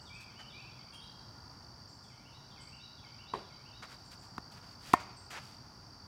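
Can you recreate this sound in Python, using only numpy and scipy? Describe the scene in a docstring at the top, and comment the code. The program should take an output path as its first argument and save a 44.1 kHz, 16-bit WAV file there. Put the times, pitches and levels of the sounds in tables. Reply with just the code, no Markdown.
"""Evening tennis practice on a clay court at the edge of a wood.
From the start: crickets trill over distant traffic and a ball machine's whine; birds sing; a few steps.
3.3 s: the far machine pops out a ball with a puff of air. From 3.8 s: shoes land and slide on the grit.
4.4 s: the ball bounces, its hollow wall ringing. 4.9 s: the racket strikes, the strings ring, and fence
and trees scatter the hit. 5.3 s: a last step and slide."""
import sys
import numpy as np
from scipy import signal
from scipy.fft import rfft, irfft, next_fast_len
from scipy.io import wavfile

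SR = 44100
rng = np.random.default_rng(int(sys.argv[2]) if len(sys.argv) > 2 else 0)


def wav_record(signal):
    """Record a signal, one row per channel, as 16-bit PCM in the file named by sys.argv[1]."""
    frames = np.transpose(np.atleast_2d(signal))
    bounded = np.clip(frames, -1, 1)
    # unit amplitude maps onto the largest positive 16-bit level
    quanta = np.round(bounded * 32767).astype(np.int16)
    wavfile.write(sys.argv[1], SR, quanta)


N = 267687
TIME = np.arange(N) / SR

# Levels are relative: spectra are normalised, and gains follow.
# modes of the string bed; of the hollow ball: f/Hz, level/dB, t60/s
STRING_MODES = [(608, -9, .5), (940, 1, .26), (1280, 0, .15), (1588, -11, .2), (1890, -2, .2),
                (2100, -1, .16), (2255, -5, .15), (2470, -7, .2)]
BALL_MODES = [(705, -15.5, .04), (1070, -4, .015), (1810, -19, .05), (3187, -34, .04), (4160, -40, .03),
              (5330, -39, .02), (6755, -39, .025)]
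# spectra of felt on strings; machine's air puff; dragging sole; fine grit: f/Hz, level/dB
RUB_SPECTRUM = [(300, -3), (1200, 2), (2200, 3), (3000, -2), (5500, -7), (8500, -12), (10000, -9.5),
                (11000, -17), (15500, -17)]
PUFF_SPECTRUM = [(60, -1), (130, -3), (195, 4.5), (280, -10), (385, 6.5), (500, -3.5), (700, -2),
                 (1100, -8), (1600, -12), (2500, -16), (4000, -20), (6500, -33), (10000, -37), (15000, -52)]
SOLE_SPECTRUM = [(150, -15), (500, -5.5), (1000, -1), (1500, 1.5), (2200, -3.5), (3500, -9.5),
                 (6000, -13.5), (10000, -27.5), (16000, -37)]
GRIT_SPECTRUM = [(800, -25), (2500, 5), (5000, 3.5), (8000, -1.5), (11000, -8), (15500, -12)]
# shoe landings: t/s, sole level/dB, grit level/dB
LANDINGS = [(.199, -63, -58), (0.389, -52.5, -68), (.93, -72, -60), (3.819, -46, -66), (4.11, -59, -55.5),
            (4.222, -82, -62.5), (4.51, -72, -59.5), (4.62, -59, -71), (4.993, -48, -60),
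            (5.301, -46.5, -50.5)]
# shoe slides and pivots: t/s, length/s, sole level/dB, grit level/dB
SHOE_SLIDES = [(3.862, .11, -55.5, -60.5), (4.539, 0.076, -58.5, -65), (4.65, 0.12, -64, -68.5),
               (4.795, .18, -56.5, -53.5), (5.317, 0.096, -43.5, -62)]
# two birds' phrases (t within phrase); one held note: t/s, length/s, start, middle, end f/Hz, level/dB
WARBLE_PHRASE = [(0, .03, 3720, 3400, 3150, -59.5), (.052, .062, 2800, 2180, 2300, -60),
                 (.08, .037, 3600, 3020, 3300, -62.5), (.14, .048, 2180, 2280, 2600, -62),
                 (.213, .045, 2640, 2810, 3100, -55.5), (.29, .075, 3430, 3890, 3900, -56)]
WHISTLE_PHRASE = [(0, 0.087, 2730, 3040, 2850, -56), (.137, 0.038, 3710, 3510, 3000, -57),
                  (.173, .088, 2350, 2420, 2755, -52.5)]
HELD_NOTE = [(0.923, 0.082, 3265, 3205, 3280, -55)]
# phrase starts: t/s, level/dB
WARBLE_STARTS = [(.215, -6.5), (.71, -4.5), (2.035, -5.5), (2.505, -1.5), (2.972, -1.5), (3.435, -4.5)]
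WHISTLE_STARTS = [(-.078, 0), (.355, -0.5)]
# rising chips deep in the trees: t/s, level/dB
CHIP_CALLS = [(0, -59.5), (.13, -59), (1.872, -58.5), (2.02, -60.5), (2.598, -53.5), (4.035, -58),
              (4.18, -57.5), (5.158, -53)]
# thin calls on one pitch: t/s, length/s, level/dB
PEEP_CALLS = [(.92, 0.088, -62.5), (1.025, 0.032, -64), (2.2, .25, -82)]
# near crickets: wing stroke rate/Hz, start f/Hz, end f/Hz, level/dB
NEAR_CRICKETS = [(52.76, 5030, 4350, -53), (42.7, 5060, 4320, -55.5)]
# spectra of far crickets; other insects; distant traffic and leaves: f/Hz, level/dB
CHORUS_SPECTRUM = [(3700, -30), (4200, -14.5), (4600, -2), (5000, -8.5), (5450, -3), (6000, -13.5),
                   (6700, -22.5), (8000, -72)]
SHRILL_SPECTRUM = [(8000, -31), (9000, 1), (9600, 6), (10100, -26), (13300, -15), (14500, -1), (15500, -12)]
TRAFFIC_SPECTRUM = [(20, -20), (40, -2), (65, 2), (125, 0), (250, -5.5), (480, -15.5), (930, -8.5),
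                    (1400, -14), (2500, -28), (4000, -29), (7000, -32), (8500, -36), (10400, -42),
                    (15500, -42)]
# reverberation of the court; of the wood: f/Hz, t60/s
COURT_DECAY = [(100, 0.25), (400, 1), (1000, 0.85), (2500, 0.86), (6000, 1), (10000, 0.088), (15000, 0.14)]
WOOD_DECAY = [(2000, 0.72), (4000, 1), (9000, 0.52)]


def racket(at_s=4.9338, contact_s=.0044, rub_attack_s=.00041, rub_t60_s=.033):
    """Felt rubs the strings while the ball is squashed; it pops free and the strings ring."""
    t = TIME - at_s
    t_free = t - contact_s
    rub_envelope = amp(-24.5 - 60 * np.maximum(t, 0) / rub_t60_s) * np.clip(t / rub_attack_s, 0, 1)
    rub = rub_envelope * noise(RUB_SPECTRUM)
    ball = amp(-13.5) * pop(t_free, hz=1090, length_s=.00234, ring_db=9.3)
    ball += amp(-19) * thump(t_free, hz=269, width_s=.0023)
    strings = amp(-41.5) * ring(STRING_MODES, t_free)
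    hit = echo(ball + rub + strings, delay_s=.00295, db=-13)  # off the ground
    carried = amp(-26.5) * ball + amp(-15) * (rub + strings)  # the bright part carries further
    return hit + scatter(carried, COURT_DECAY, gap_s=.0062)


def bounce(at_s=4.3806):
    """The ball lands on clay: a pop, a low push, a spit of grit."""
    t = TIME - at_s
    hit = amp(-28.5) * pop(t, hz=1224, length_s=.0019, ring_db=-4.5)
    hit += amp(-31.5) * thump(t - .0039, hz=207, width_s=.0013)
    hit += amp(-47) * bell(t - .0015, width_s=.0015) * noise(GRIT_SPECTRUM)
    return hit + amp(-35) * scatter(hit, COURT_DECAY, gap_s=.015)


def machine_shot(at_s=3.3375, puff_attack_s=.004, puff_t60_s=.36):
    """The ball leaves the barrel with a pop and a dying puff of air."""
    t = TIME - at_s
    ball = amp(-26.5) * pop(t, hz=1020, length_s=.0047, ring_db=-.5)
    shot = echo(ball, delay_s=.012, db=-7.5)
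    puff_envelope = amp(-39.5 - 60 * np.maximum(t, 0) / puff_t60_s) * np.clip(1 + t / puff_attack_s, 0, 1)
    puff = puff_envelope * noise(PUFF_SPECTRUM)
    return shot + puff + amp(-18.5) * scatter(shot, COURT_DECAY, gap_s=.015)


def pop(t, hz, length_s, ring_db):
    """The ball's wall snaps back and rings on; its lowest mode bulges out as the others dent in."""
    envelope = np.sin(np.pi * np.clip(t / length_s, 0, 1)) ** .5
    snap = -envelope * np.sin(2 * np.pi * hz * t)
    return snap + amp(ring_db) * (ring(BALL_MODES[:1], t) - ring(BALL_MODES[1:], t))


def thump(t, hz, width_s):
    """Low push and pull of air as the ball squashes and recovers."""
    return -np.cos(2 * np.pi * hz * t) * bell(t, width_s)


def shoes(attack_s=.0092, release_s=.046, spray_db=-17, grain_spread_db=.5, grains_per_s=9000):
    """Steps crush grains: dull sole drag, fine crunch. Slides kick up a spray that patters down."""
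    sole, grit = np.zeros((2, N))
    for at_s, sole_db, grit_db in LANDINGS:
        pressure = swell(at_s, attack_s, attack_s + release_s)
        sole += amp(sole_db) * pressure
        grit += amp(grit_db) * pressure
    for at_s, length_s, sole_db, grit_db in SHOE_SLIDES:
        rise_s = .56 * length_s
        pressure = swell(at_s, rise_s, length_s)
        spray = amp(sole_db + spray_db) * swell(at_s + rise_s, rise_s=.083, length_s=.25)
        sole += amp(sole_db) * pressure
        grit += amp(grit_db) * pressure + spray
    grains = rng.standard_normal((2, N))
    grains *= amp(grain_spread_db * np.minimum(rng.exponential(1, (2, N)), 4))
    grains *= rng.random((2, N)) < grains_per_s / SR
    steps = sole * coloured(grains[0], SOLE_SPECTRUM) + grit * coloured(grains[1], GRIT_SPECTRUM)
    return steps + amp(-16.5) * scatter(steps, COURT_DECAY, gap_s=.013)


def birds(chip_s=.018, chip_sweep_hz=(6400, 7800, 8950), peep_hz=9120):
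    """Two songbirds echo off the wood's edge; the trees smear their song and some high calls."""
    notes = repeated(WARBLE_PHRASE, WARBLE_STARTS) + repeated(WHISTLE_PHRASE, WHISTLE_STARTS) + HELD_NOTE
    song = echo(whistles(notes, waver=.015), delay_s=.07, db=-8)
    song *= amp(.35 * drift(rate_hz=60))  # leaves break up the path
    chips = whistles([(at_s, chip_s, *chip_sweep_hz, db) for at_s, db in CHIP_CALLS], waver=.035)
    peep_notes = [(at_s, length_s, peep_hz, peep_hz, peep_hz, db) for at_s, length_s, db in PEEP_CALLS]
    peeps = whistles(peep_notes, waver=.0069)
    direct = song + amp(-17) * chips + amp(-4) * peeps
    into_trees = amp(.7) * song + amp(-.5) * chips + amp(-8) * peeps
    return direct + scatter(into_trees, WOOD_DECAY, gap_s=.004)


def whistles(notes, waver):
    """Slightly unsteady notes, each bending through three pitches."""
    out = np.zeros(N)
    wobble = 1 + waver * drift(rate_hz=250)
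    for at_s, length_s, *pitches_hz, db in notes:
        progress = np.linspace(0, 1, max(round(length_s * SR), 2))
        hz = np.polyval(np.polyfit([0, .5, 1], pitches_hz, 2), progress)
        hz *= np.interp(at_s + progress * length_s, TIME, wobble)
        envelope = np.sin(np.pi * progress).clip(0) ** .5
        add(out, at_s, amp(db) * envelope * tone(hz))
    return out


def repeated(phrase, starts):
    """A phrase's notes, sung at each start."""
    return [(start_s + offset_s, *shape, db + effort_db)
            for start_s, effort_db in starts for offset_s, *shape, db in phrase]


def crickets(stroke_s=.0125, rate_jitter=.03, lull_at_s=2.305):
    """Each wing stroke is a falling tone; near crickets lull once, far ones blur into a band."""
    near = np.zeros(N)
    lull_db = -8.5 * bell(TIME - lull_at_s, width_s=.19)
    for stroke_hz, start_hz, end_hz, db in NEAR_CRICKETS:
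        strokes = np.cumsum(stroke_hz * (1 + rate_jitter * drift(rate_hz=34))) / SR + rng.random()
        progress = np.minimum(strokes % 1 / stroke_hz / stroke_s, 1)
        hz = start_hz + (end_hz - start_hz) * progress + 35 * drift(rate_hz=79)
        effort = amp(db + lull_db + 1.7 * drift(rate_hz=44))
        near += effort * np.sin(np.pi * progress) ** 2 * tone(hz)
    far = amp(-62 + .31 * drift(rate_hz=90)) * noise(CHORUS_SPECTRUM)
    return near + far


def machine_motor(whine_hz=1416):
    """The motor's thin, wavering whine and low drone."""
    whine = amp(-70 + 1.15 * drift(rate_hz=3.57)) * tone(whine_hz + 5 * drift(rate_hz=25))
    drone = amp(-63) * noise([(70, -34), (100, -.5), (120, -.5), (140, -.5), (190, -45.5)])
    return whine + drone


def traffic(swell_db=.8):
    """Distant traffic and leaves: gently swelling noise."""
    return amp(-56.5 + swell_db * drift(rate_hz=4.215)) * noise(TRAFFIC_SPECTRUM)


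def far_insects():
    """A faint, steady, high shrill."""
    return amp(-85.5) * noise(SHRILL_SPECTRUM)


def echo(x, delay_s, db):
    """x plus one reflection."""
    return x + amp(db) * np.interp(TIME - delay_s, TIME, x, left=0)


def scatter(x, decays, gap_s, count=2000):
    """Reflections off fence and foliage: sparse taps, each band with its own t60."""
    taps = np.zeros(SR)
    taps[rng.integers(0, SR, count)] = rng.choice([-1., 1.], count)
    hz, t, bands = signal.stft(taps, SR, nperseg=256)
    bands = bands * amp(-60 * t / lookup(decays, hz)[:, None])
    tail = signal.istft(bands, SR, nperseg=256)[1]
    out = np.zeros(N)
    add(out, gap_s, signal.fftconvolve(x, tail / np.linalg.norm(tail)))
    return out


def ring(modes, t):
    """Modes struck at t = 0."""
    t = np.maximum(t, 0)
    return sum(amp(db - 60 * t / t60_s) * np.sin(2 * np.pi * hz * t) for hz, db, t60_s in modes)


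def tone(hz):
    """Sine following a frequency curve."""
    return np.sin(2 * np.pi * np.cumsum(hz) / SR)


def noise(spectrum):
    """Shaped noise, rms 1."""
    return coloured(rng.standard_normal(next_fast_len(N)), spectrum)[:N]


def coloured(x, spectrum):
    """x filtered by a spectrum, rms 1."""
    gain = amp(lookup(spectrum, np.fft.rfftfreq(len(x), 1 / SR)))
    return unit_rms(irfft(rfft(x) * gain, len(x)))


def drift(rate_hz):
    """Random wander, rms 1."""
    return unit_rms(np.interp(TIME * rate_hz, np.arange(N), rng.standard_normal(N)))


def swell(at_s, rise_s, length_s):
    """Triangular envelope."""
    return np.interp(TIME, [at_s, at_s + rise_s, at_s + length_s], [0, 1, 0])


def bell(t, width_s):
    """Gaussian envelope around t = 0."""
    return np.exp(-(t / width_s) ** 2)


def lookup(table, hz):
    """Interpolates over log frequency."""
    table_hz, values = np.transpose(table)
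    return np.interp(np.log(hz + 1), np.log(table_hz + 1), values)


def add(mix, at_s, sound):
    """Mixes a sound in; at_s may be negative."""
    start = round(at_s * SR)
    sound = sound[max(-start, 0):]
    part = mix[max(start, 0):][:len(sound)]
    part += sound[:len(part)]


def amp(db):
    """dB to gain."""
    return 10 ** (np.asarray(db) / 20)


def unit_rms(x):
    """Scales to rms 1."""
    return x / np.sqrt(np.mean(x ** 2) + 1e-20)


def scene():
    """All sources, mono."""
    ambience = traffic() + machine_motor() + far_insects() + crickets() + birds()
    return (ambience + shoes() + machine_shot() + bounce() + racket())[None]


def record(dry, low_cut_hz=55, high_cut_hz=15900):
    """Microphone bass roll-off, then a steep band limit."""
    highpass = signal.butter(2, low_cut_hz, "highpass", fs=SR, output="sos")
    lowpass = signal.firwin(511, high_cut_hz, window=("kaiser", 9), fs=SR)
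    return signal.oaconvolve(signal.sosfilt(highpass, dry), lowpass[None], "same")


dry = scene()
out = record(dry)
wav_record(out)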